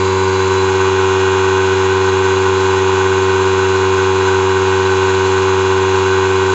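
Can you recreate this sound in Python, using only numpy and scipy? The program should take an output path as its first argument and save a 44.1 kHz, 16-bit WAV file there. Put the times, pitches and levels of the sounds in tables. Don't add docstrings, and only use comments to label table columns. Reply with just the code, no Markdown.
import sys
import numpy as np
from scipy import signal
from scipy.fft import rfft, irfft, next_fast_len
from scipy.io import wavfile

SR = 44100
rng = np.random.default_rng(int(sys.argv[2]) if len(sys.argv) > 2 else 0)


def transcribe(u):
    v = np.clip(np.atleast_2d(u).T, -1, 1)
    q = np.round(v * 32767).astype(np.int16)
    wavfile.write(sys.argv[1], SR, q)


N = 288394
TIME = np.arange(N) / SR
MOTOR_HZ, STROKE_HZ, RIPPLE_HZ = 95.108, 17.3, 120
START_TURN = 0.12


def from_db(db):
    return 10 ** (np.asarray(db) / 20)


def rms_one(x):
    return x / np.sqrt(np.mean(x ** 2) + 1e-20)


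def in_time(rows):
    seconds, *columns = np.transpose(rows)
    return [np.interp(TIME, seconds, column) for column in columns]


def at_hz(points, hz):
    table_hz, value = np.transpose(points)
    return np.interp(np.log(hz + 1e-9), np.log(table_hz), value)


def drift(rate_hz):
    step = 40
    pole = np.exp(-2 * np.pi * rate_hz * step / SR)
    settle = 2000
    noise = rng.standard_normal(N // step + 2 + settle)
    slow = signal.lfilter([1], [1, -2 * pole, pole * pole], noise)[settle:]
    return np.interp(np.arange(N) / step, np.arange(len(slow)), rms_one(slow))


def tone(cycles):
    return np.sqrt(2) * np.cos((2 * np.pi * (cycles % 1)).astype(np.float32))


def resonate(x, hz, width_hz):
    b, a = signal.iirpeak(hz, hz / width_hz, fs=SR)
    once = signal.lfilter(b, a, x)
    return rms_one(signal.lfilter(b, a, once))


# centre in seconds, length in seconds, rise in dB.
WHINE_SWELL = (.58, .17, 5.7)


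def whine(distance, hz, close_db, back_db, waver_cycles, waver_rate_hz):
    centre_s, length_s, rise_db = WHINE_SWELL
    swell = np.exp(-(2 * (TIME - centre_s) / length_s) ** 4)
    lift_db = back_db * distance + rise_db * swell
    waver = waver_cycles * from_db(-lift_db) * drift(waver_rate_hz)
    return from_db(close_db + lift_db) * tone(hz * TIME + waver)


# frequency in Hz, level in dB per Hz.
AIR_SPECTRUM = [(25.0, -81.5), (80.0, -66), (130.0, -70.5), (300.0, -67), (600.0, -68.5), (2100.0, -67.5),
                (4500.0, -70.5), (5400.0, -74), (7500.0, -72), (7750.0, -80.5), (8000.0, -92.5),
                (8500.0, -103.7)]
# frequency in Hz, change in dB.
BACK_COLOUR = [(400, 1), (1000, 0.5), (1500, -2), (2200, -3), (2800, -1), (3900, -3), (4600, 4.5),
               (5400, -1), (7000, 0.6)]


def cooling_air(turns, distance, level_db, chop_db, stroke_db, flicker_db):
    size = next_fast_len(N)
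    hz = np.arange(size // 2 + 1) * SR / size
    white = rfft(rng.standard_normal(size))
    spectrum = white * from_db(at_hz(AIR_SPECTRUM, hz)) * np.sqrt(SR / 2)
    close = irfft(spectrum, size)[:N]
    back = irfft(spectrum * from_db(at_hz(BACK_COLOUR, hz)), size)[:N]
    rush = close + distance * (back - close)

    chop = tone(4 * turns) + 0.6 * tone(5 * turns + rng.random())
    stroke = tone(STROKE_HZ * TIME)
    sway = 0.5 * stroke + stroke * tone(turns) + 0.68 * tone(RIPPLE_HZ * TIME - turns)
    moving_db = chop_db * chop + stroke_db * sway + flicker_db * drift(7.4)
    return rush * from_db(level_db + moving_db)


def cover_buzz(drive, turns, distance, hz, width_hz, level_db, back_db, stroke_db, ripple_db,
               chance_db, chance_rate_hz, stroke_lag, ripple_lead):
    stroke = tone(STROKE_HZ * TIME - stroke_lag)
    ripple = tone(RIPPLE_HZ * TIME - turns + ripple_lead)
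    push_db = stroke_db * stroke + ripple_db * ripple
    swell = from_db(push_db + chance_db * np.tanh(drift(chance_rate_hz)))
    around_mean = swell / np.mean(swell) - 1
    return from_db(level_db + back_db * distance) * resonate(drive, hz, width_hz) * around_mean


# frequency in Hz, width in Hz, close-by level in dB before the layer's trim.
BODY_MODES = [(416, 79, -36), (828.6, 56, -34), (1002, 144, -27.5), (1120, 140, -34.5), (1324, 280, -34.5),
              (1503, 87, -29), (1617, 94, -38.5), (1890, 120, -38), (2215, 55, -44), (2468, 280, -41.5),
              (2668, 190, -39.5), (2800, 430, -39.5), (3376, 28, -51.5), (3803, 420, -47), (3991, 134, -41),
              (4185, 51, -47), (6160, 150, -46.5), (6510, 150, -45), (6890, 79, -45), (7250, 290, -53.5),
              (7290, 80, -44.5)]
# frequency in Hz, moment of arrival in turns.
BURST_ARRIVAL = [(400, 0.4267), (900, 0.4896), (1150, 0.548), (1500, 0.751), (2500, .88), (3500, .8),
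                 (4200, 1.0), (7000, 1.3)]


def knocks(turns, turn_hz, distance, level_db, burst_db, uneven_db, stroke_db):
    force_db = uneven_db * drift(30) + stroke_db * tone(STROKE_HZ * TIME)
    out = np.zeros(N)
    for hz, width_hz, db in BODY_MODES:
        build_up = min(turn_hz / (np.pi * width_hz), 0.3)
        depth_db = burst_db * min(1500 / hz, 1)
        pulse = tone(turns - at_hz(BURST_ARRIVAL, hz) + build_up)
        burst = from_db(force_db + depth_db * pulse)
        ring = resonate(burst * rng.standard_normal(N), hz, width_hz)
        out += from_db(db + distance * at_hz(BACK_COLOUR, hz)) * ring
    return from_db(level_db) * out


# multiple, close-by level in dB before the layer's trim, change when standing back in dB.
CLATTER_TONES = [(9, -30.8, -1), (10, -26.2, 0), (11, -27.4, -1), (12, -31.8, -1), (13, -37.6, -4),
                 (14, -37.0, -7), (15, -33.3, -3), (16, -31.4, -4), (17, -37.6, -3), (18, -47.7, 3),
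                 (19, -47.0, -1), (20, -45.1, -4), (21, -48.5, 3), (22, -48.1, 7), (23, -40.3, 1),
                 (24, -50.1, 7), (25, -39.6, 1), (26, -35.1, -8), (27, -47.7, -1), (28, -43.2, -2),
                 (29, -40.8, -4), (30, -39.6, -9), (31, -41.0, -3), (32, -50.1, 4), (34, -42.6, -6),
                 (35, -41.1, -4), (36, -43.7, -1), (37, -42.7, -4), (39, -46.9, 0), (40, -50.5, -4),
                 (41, -52.3, 0), (46, -53.6, -2), (58, -52.7, -9), (65, -50.9, -5), (67, -47.2, -9),
                 (68, -47.6, 0), (69, -48.0, 3), (71, -50.0, 2), (72, -48.4, 0), (74, -53.2, -4)]


def clatter(turns, turn_hz, distance, level_db, scatter, jitter, flutter_db, uneven_db):
    lag = np.cumsum(at_hz(BURST_ARRIVAL, turn_hz * np.arange(1, 100)))
    shaken = turns + jitter * drift(25)
    flutter = [drift(7) for _ in range(5)]
    out = np.zeros(N)
    for multiple, db, back_db in CLATTER_TONES:
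        k = int(round(multiple))
        level_flutter_db = flutter_db * flutter[rng.integers(len(flutter))]
        gain = from_db(db + back_db * distance + level_flutter_db)
        smear = scatter * min(k * turn_hz / 2400, 1) ** 2 * rng.standard_normal()
        out += gain * tone(k * shaken - lag[k - 1] + smear)
    return from_db(level_db + uneven_db * drift(40)) * out


# multiple, close-by level in dB before the layer's trim, change when standing back in dB.
HUM_TONES = [(1, -23, 1), (2, -33.5, 2.5), (3, -32, -0.5), (4, -14.5, -1.5), (5, -28, 0.5), (6, -42, 4),
             (7, -41.5, -9), (8, -37.5, -6)]
# frequency in Hz, level in dB before the trim.
BEATING_TONES = [(267.8, -49.5), (302.8, -41.5), (363.4, -45), (397.0, -38.5), (405.1, -36.5),
                 (457.6, -56.5), (492.6, -56.5), (500.6, -59), (682.3, -54.5), (722.7, -54), (777.9, -47),
                 (912.5, -38), (1219.3, -50.5), (2014.7, -48.5), (2740.1, -53), (3750.8, -46)]


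def hum(turns, distance, level_db, beating_db, waver_db):
    clean = np.zeros(N)
    for multiple, db, back_db in HUM_TONES:
        clean += from_db(db + back_db * distance) * tone(round(multiple) * turns + rng.random())
    beating = np.zeros(N)
    for hz, db in BEATING_TONES:
        wander = 0.035 * drift(3.2)
        beating += from_db(db) * tone(hz * TIME + rng.random() + wander)
    throb_db = waver_db * (tone(STROKE_HZ * TIME) + tone(RIPPLE_HZ * TIME - turns))
    return from_db(level_db + throb_db) * clean + from_db(beating_db) * beating


# time in seconds, distance (1 = standing back, 0 = close, below 0 = closer still).
LISTENER_DISTANCE = [(.25, 1.0), (.82, 0), (1.1, -0.16), (2.0, 0.054)]


def scene():
    turns = START_TURN + MOTOR_HZ * TIME
    distance, = in_time(LISTENER_DISTANCE)
    thin = whine(distance, hz=4004, close_db=-41.0, back_db=4.0, waver_cycles=0.18, waver_rate_hz=12.0)
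    air = cooling_air(turns, distance, level_db=0.0, chop_db=1.08, stroke_db=0.55, flicker_db=0.6)
    rattle = knocks(turns, MOTOR_HZ, distance, level_db=-0.12, burst_db=2.0, uneven_db=1.03, stroke_db=0.5)
    burst = clatter(turns, MOTOR_HZ, distance, level_db=0.2, scatter=0.14, jitter=0.00059,
                    flutter_db=0.46, uneven_db=0.02)
    buzz = cover_buzz(burst, turns, distance, hz=1512, width_hz=220, level_db=-29.0, back_db=-4.0,
                      stroke_db=1.5, ripple_db=1.5, chance_db=6.0, chance_rate_hz=31,
                      stroke_lag=0.06, ripple_lead=0.36)
    low = hum(turns, distance, level_db=0.04, beating_db=0.0, waver_db=0.195)
    return (thin + air + buzz + rattle + burst + low)[None]


def record(dry):
    lowpass = signal.ellip(10, 0.1, 80, 8400, fs=SR, output="sos")
    return signal.sosfilt(lowpass, dry)


dry = scene()
out = record(dry)
transcribe(out)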